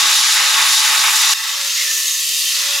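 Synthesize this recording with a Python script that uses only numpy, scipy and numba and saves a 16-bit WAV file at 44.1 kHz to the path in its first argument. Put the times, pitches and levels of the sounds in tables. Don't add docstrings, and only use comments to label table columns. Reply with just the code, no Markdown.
import sys
import numpy as np
from scipy import signal
from scipy.fft import rfft, irfft, next_fast_len
from scipy.io import wavfile
from scipy.ndimage import uniform_filter1d, minimum_filter1d
from numba import njit

SR = 44100
rng = np.random.default_rng(int(sys.argv[2]) if len(sys.argv) > 2 else 0)


def file_out(sig):
    cols = np.atleast_2d(sig).T
    lim = np.clip(cols, -1, 1)
    pcm = np.round(lim * 32767).astype(np.int16)
    wavfile.write(sys.argv[1], SR, pcm)


N = 123479
T = np.arange(N) / SR
SIZE = next_fast_len(N, True)
F = np.maximum(np.fft.rfftfreq(SIZE, 1 / SR), 1)

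DROP_S, DROP_FADE_S, DROP_GAIN = 1.34, .0044, .46
GEAR_RATIO, WHINE_ORDER = 3.3, 25
GRAINS_PER_S, GRAIN_SPREAD_DB = 26000, 3
TURN_DEPTH, CHATTER_DB, SURGE_DB = .035, .33, .05
TREBLE_HZ, TOP_HZ, CEILING_DB = 7830, 15850, -2

# frequency in Hz, relative level in dB.
HEAVY_COLOUR = [(410, -23), (700, -16), (850, -11.5), (1130, -7), (1430, -7.5), (2550, -5.5), (3180, -8),
                (3750, -3), (5080, -4), (7230, -8), (8500, -16), (9900, -12.5), (10700, -15), (11650, -14),
                (13300, -21.5), (15800, -26.5)]
LIGHT_COLOUR = [(470, -55), (800, -17), (880, -16), (1000, -13), (1130, -14), (1330, -9), (1500, -13),
                (1850, -8), (2270, -7.5), (2480, 0), (2760, 2.5), (3200, 3), (4770, 4), (6350, 0),
                (7500, -5.5), (8680, -10.5), (13000, -11.5), (15800, -22)]
RUMBLE_COLOUR = [(25, -4.5), (60, -6.5), (120, -5), (200, -3.5), (320, -3.5), (500, 3.5), (700, -0.5),
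                 (1200, -16.5), (3000, -22.5)]
# time in seconds, then rasp, middle and treble in dB before trim.
HEAVY_FADERS = [(0, -20.5, -12.5, -24.5), (0.1, -18, -13.5, -24), (0.17, -22, -13.5, -23.5),
                (0.26, -21, -13.5, -26.5), (0.33, -22.5, -13.5, -23), (0.39, -19.5, -16.5, -27),
                (0.46, -19.0, -16, -24.5), (0.51, -22, -16, -25), (0.59, -17, -17, -24),
                (0.67, -18.5, -15.5, -23), (0.75, -22, -12, -22), (0.81, -21.5, -14, -24),
                (0.87, -19.5, -15, -24.5), (0.95, -16.5, -17.5, -21.5), (1.0, -24.5, -15, -24.5),
                (1.05, -15, -14.5, -23), (1.11, -20.5, -18.5, -21.5), (1.19, -22.5, -14.0, -22),
                (1.27, -22, -14.5, -25.5), (1.33, -21, -12, -21.5)]
LIGHT_FADERS = [(1.35, -41, -26, -31.5), (1.45, -29, -23.5, -30.5), (1.55, -29, -21, -31),
                (1.65, -31, -20.5, -28), (1.74, -32.5, -20, -28.5), (1.82, -32, -18.5, -26.5),
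                (1.92, -33, -21, -25.5), (2.03, -42, -22, -25), (2.22, -47, -21, -26),
                (2.35, -42, -19.5, -24.5), (2.48, -46, -19, -24.5), (2.56, -30.5, -18, -26.5),
                (2.8, -31, -20, -27)]
# time in seconds, cutoff in Hz.
LOW_EDGE = [(0, 720), (.3, 790), (.5, 690), (.58, 624), (.8, 760), (.92, 524), (1.05, 616), (1.15, 730),
            (1.33, 780), (1.46, 680), (1.58, 900), (1.66, 850), (1.72, 1060), (1.82, 1230), (1.9, 890),
            (2.02, 1050), (2.48, 1170), (2.58, 1000), (2.8, 790)]
# frequency in Hz, width in Hz, relative level in dB.
SLEEVE_MODES = [(875, 26, -5.5), (1129, 27.6, -3), (1273, 22, -7), (1600, 23, -7), (1770, 30, -9),
                (1971, 28, -5.5), (2568, 20, -5.5), (3540, 130, -4), (3732, 48, 2), (4080, 20, 0),
                (4802, 50, -5), (5314, 16, -2), (5856, 55, -7), (7000, 150, -10)]
DISC_MODES = [(1103, 50, -10), (1300, 35, -12), (1782, 40, -3), (1950, 45, -2), (2118, 24, -8),
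              (2690, 100, -4), (3722, 45, 1.5), (4218, 30, -4), (4780, 50, -5), (5330, 45, -1.5),
              (6200, 110, -8), (7000, 40, -3)]
HOUSING_MODES = [(171, 27, -12), (333, 13, -5), (384, 8.4, -1)]
ZING_MODES = [(9830, 170, 0)]
SCREECH_MODES = [(5990, 50, -6), (6330, 35, -1), (6500, 30, 0), (6730, 70, -4), (7050, 45, -4),
                 (7250, 70, -9), (7960, 57, -9)]
# time in seconds, relative level in dB.
SLEEVE_FADER = [(0, -20), (.2, -23.5), (.42, -21), (.54, -19), (.8, -22), (1.1, -22), (1.33, -21),
                (1.345, -32), (1.5, -26), (1.68, -37), (2.0, -49), (2.45, -48), (2.6, -33), (2.8, -29.5)]
DISC_FADER = [(0, -33), (1.33, -24.5), (1.55, -34.5), (1.8, -29), (2.1, -29.5), (2.3, -33), (2.55, -29.5),
              (2.8, -26.5)]
ZING_FADER = [(0, -38), (.15, -29), (.3, -30.5), (.45, -40), (.58, -37), (.68, -29), (.8, -30.5),
              (.94, -44), (1.4, -70)]
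SCREECH_FADER = [(1.5, -55), (1.7, -34), (1.88, -29), (2.04, -29), (2.16, -30), (2.27, -38), (2.6, -50)]
RUMBLE_FADER = [(0.0, -46.5), (0.23, -55.5), (0.53, -56), (0.54, -50), (0.76, -54.5), (1.31, -54),
                (1.36, -63.5), (1.89, -59), (1.95, -61.5), (2.17, -63.5), (2.74, -56.5), (2.8, -62)]
HUM_FADER = [(0, -80), (.1, -44.5), (.25, -62), (.46, -42), (.56, -66), (1.4, -70), (1.5, -58),
             (1.58, -46.5), (1.66, -47), (1.74, -58.5), (1.83, -51), (2.05, -58), (2.35, -57.5),
             (2.57, -56.5), (2.66, -45.5), (2.74, -40), (2.8, -45)]
WHINE_FADER = [(0, -60), (.66, -53), (.76, -44), (1.04, -42.5), (1.13, -39.5), (1.33, -40.5), (1.4, -46.5),
               (1.53, -52), (1.63, -43), (1.83, -44), (1.96, -32.5), (2.08, -43), (2.5, -50), (2.8, -56)]
# time in seconds, turns per second.
MOTOR_SPEED = [(0, 562), (.45, 561), (.75, 567), (1.3, 567), (1.7, 565), (1.88, 565.5), (1.98, 560.5),
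               (2.4, 561), (2.8, 567)]
# centre in seconds, length in seconds, pitch in Hz, relative peak level in dB.
DRONES = [(.08, 0.1, 335, -58), (.41, 0.09, 335, -58), (1.28, 0.14, 330, -58.5), (1.96, 0.13, 400, -56),
          (2.06, 0.069, 402, -57), (2.33, 0.32, 395, -65)]
SQUEALS = [(.17, .16, 3730, -28), (.54, .08, 3745, -27), (.7, .14, 3725, -29), (.87, .08, 3712, -29),
           (1.382, .045, 1785, -31), (1.42, 0.059, 1986, -32), (1.48, .1, 3715, -31),
           (1.53, 0.076, 7070, -33), (1.69, .14, 6195, -31), (1.75, 0.09, 6755, -29),
           (1.78, 0.065, 3725, -32), (1.81, 0.094, 2110, -30), (1.82, .08, 1937, -33),
           (1.89, .09, 1780, -31), (1.99, .14, 1776, -34), (1.93, .12, 5800, -31), (1.96, .13, 5990, -28),
           (1.95, 0.2, 6720, -28.5), (2.06, 0.12, 2925, -34), (2.08, .16, 2115, -38),
           (2.115, 0.18, 6500, -25.5), (2.2, 0.065, 6287, -28), (2.23, .11, 7655, -33),
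           (2.3, 0.2, 3085, -32), (2.36, .26, 3725, -33), (2.42, .12, 2737, -33), (2.48, 0.11, 3085, -30),
           (2.57, .32, 6165, -29.5), (2.59, .12, 4218, -31), (2.71, .2, 3400, -30), (2.72, .18, 3710, -30),
           (2.76, 0.16, 2680, -29)]
# frequency in Hz, gain of the side signal in dB.
WIDTH = [(60, -17), (110, -18), (220, -36), (380, -9.5), (700, -8), (1290, -8.5), (2380, -7), (4400, -10.5),
         (9500, -10.5), (12000, -10.5), (15000, -47)]


def undb(db):
    return 10 ** (np.asarray(db) / 20)


def curve(rows):
    times, *columns = np.array(rows, float).T
    return np.squeeze([np.interp(T, times, column) for column in columns])


def colour(points):
    hz, db = np.array(points, float).T
    return undb(np.interp(np.log(F), np.log(hz), db))


def modes(rows):
    return np.sqrt(sum(undb(2 * db) / (1 + ((F - hz) / width) ** 2) ** 2 for hz, width, db in rows))


def through(x, response):
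    filtered = irfft(rfft(x, SIZE) * response, SIZE)[:N]
    return filtered / np.sqrt(np.mean(filtered ** 2))


def lowpass(hz, order):
    return 1 / np.sqrt(1 + (F / hz) ** (2 * order))


def wander(hz):
    return through(rng.standard_normal(N), lowpass(hz, order=2))


@njit
def highpass(x, hz, damping):
    out, band_state, low_state = np.empty(len(x)), 0., 0.
    for i in range(len(x)):
        tuning = np.tan(np.pi * hz[i] / SR)
        band = (band_state + tuning * (x[i] - low_state)) / (1 + tuning * (tuning + damping))
        out[i] = x[i] - damping * band - low_state - tuning * band
        band_state = 2 * band - band_state
        low_state += 2 * tuning * band
    return out


def grit(contact):
    hits = rng.random(N) < GRAINS_PER_S / SR
    return contact * hits * rng.standard_normal(N) * undb(GRAIN_SPREAD_DB * rng.standard_normal(N))


def echoes(x, t60_s, db):
    tail = rng.standard_normal(N) * undb(-60 * T / t60_s) * (T > .002)
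    return undb(db) * through(x, rfft(tail, SIZE)) * np.std(x)


def hiss(strikes, spectrum, faders, split_hz, trim_db, flicker_db):
    rasp, below_treble = lowpass(split_hz, order=14), lowpass(TREBLE_HZ, order=6)
    middle = np.sqrt(1 - rasp ** 2) * below_treble
    treble = np.sqrt(1 - below_treble ** 2)
    return sum(through(strikes, colour(spectrum) * band) * undb(db + trim + flicker_db * wander(37))
               for band, db, trim in zip((rasp, middle, treble), curve(faders), trim_db))


def heavy_cut(strikes):
    return hiss(strikes + echoes(strikes, t60_s=.14, db=-8), HEAVY_COLOUR, HEAVY_FADERS,
                split_hz=3040, trim_db=(-.44, -2.5, .54), flicker_db=.95)


def ringing(contact, resonances, fader, sway_db):
    return through(grit(contact), modes(resonances)) * undb(curve(fader) + sway_db * wander(8.6))


def rumble():
    body = undb(3.5) * through(rng.standard_normal(N), colour(RUMBLE_COLOUR))
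    housing = undb(-6.5) * through(rng.standard_normal(N), modes(HOUSING_MODES))
    return (body + housing) * undb(curve(RUMBLE_FADER))


def tone(hz, waver, waver_hz):
    cycles = np.cumsum(hz * (1 + waver * wander(waver_hz))) / SR
    return np.sqrt(2) * np.sin(2 * np.pi * cycles)


def motor(speed):
    hum = tone(speed, waver=.012, waver_hz=32) * undb(curve(HUM_FADER) + wander(29))
    whine = tone(WHINE_ORDER * speed, waver=.0034, waver_hz=150)
    return hum + whine * undb(curve(WHINE_FADER) + 2.5 * wander(60))


def swells(rows, waver, flutter_db):
    out = np.zeros(N)
    for centre, length, hz, db in rows:
        swell = np.cos(np.pi * np.clip((T - centre) / length, -.5, .5))
        out += swell * tone(hz, waver, waver_hz=66) * undb(db + flutter_db * wander(65))
    return out


def drones():
    return undb(3.5) * swells(DRONES, waver=.026, flutter_db=2.5)


def squeals():
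    return undb(-1) * swells(SQUEALS, waver=.002, flutter_db=3.5)


def light_cut(strikes, shift_s=.24):
    near = np.zeros(N)
    for centre in np.arange(0, T[-1] + shift_s, shift_s):
        crossfade = np.cos(np.pi / 2 * np.clip((T - centre) / shift_s, -1, 1))
        near += crossfade * echoes(strikes, t60_s=.086, db=-6.5)
    return hiss(strikes + near, LIGHT_COLOUR, LIGHT_FADERS,
                split_hz=2110, trim_db=(-3, -2, .8), flicker_db=.25)


def cutting(contact):
    strikes = grit(contact)
    cut = np.where(T < DROP_S, heavy_cut(strikes), light_cut(strikes))
    cut += ringing(contact, SLEEVE_MODES, SLEEVE_FADER, sway_db=.9)
    for damping in (1.93, 1.41, .52):
        cut = highpass(cut, curve(LOW_EDGE), damping)
    disc = ringing(contact, DISC_MODES, DISC_FADER, sway_db=1)
    screech = ringing(contact, SCREECH_MODES, SCREECH_FADER, sway_db=1.8)
    zing = ringing(contact, ZING_MODES, ZING_FADER, sway_db=2)
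    return cut + disc + screech + zing


def scene():
    speed = curve(MOTOR_SPEED)
    disc_angle = 2 * np.pi * np.cumsum(speed / GEAR_RATIO) / SR
    chatter = undb(CHATTER_DB * wander(110) + SURGE_DB * wander(22))
    contact = (1 + TURN_DEPTH * np.sin(disc_angle)) * chatter
    mid = squeals() + drones() + cutting(contact) + rumble() + motor(speed)
    walls = cutting(contact) + rumble()
    side = irfft(rfft(walls, SIZE) * colour(WIDTH), SIZE)[:N]
    dip = np.clip(abs(T - DROP_S) / DROP_FADE_S, DROP_GAIN, 1)
    return dip * np.array([mid + side, mid - side])


def record(dry):
    gain = np.minimum(1, undb(CEILING_DB) / abs(dry).max(axis=0))
    gain = uniform_filter1d(minimum_filter1d(gain, size=129), size=129)
    top_cut = signal.ellip(12, .1, 90, TOP_HZ, fs=SR, output="sos")
    return signal.sosfilt(top_cut, dry * gain)


dry = scene()
out = record(dry)
file_out(out)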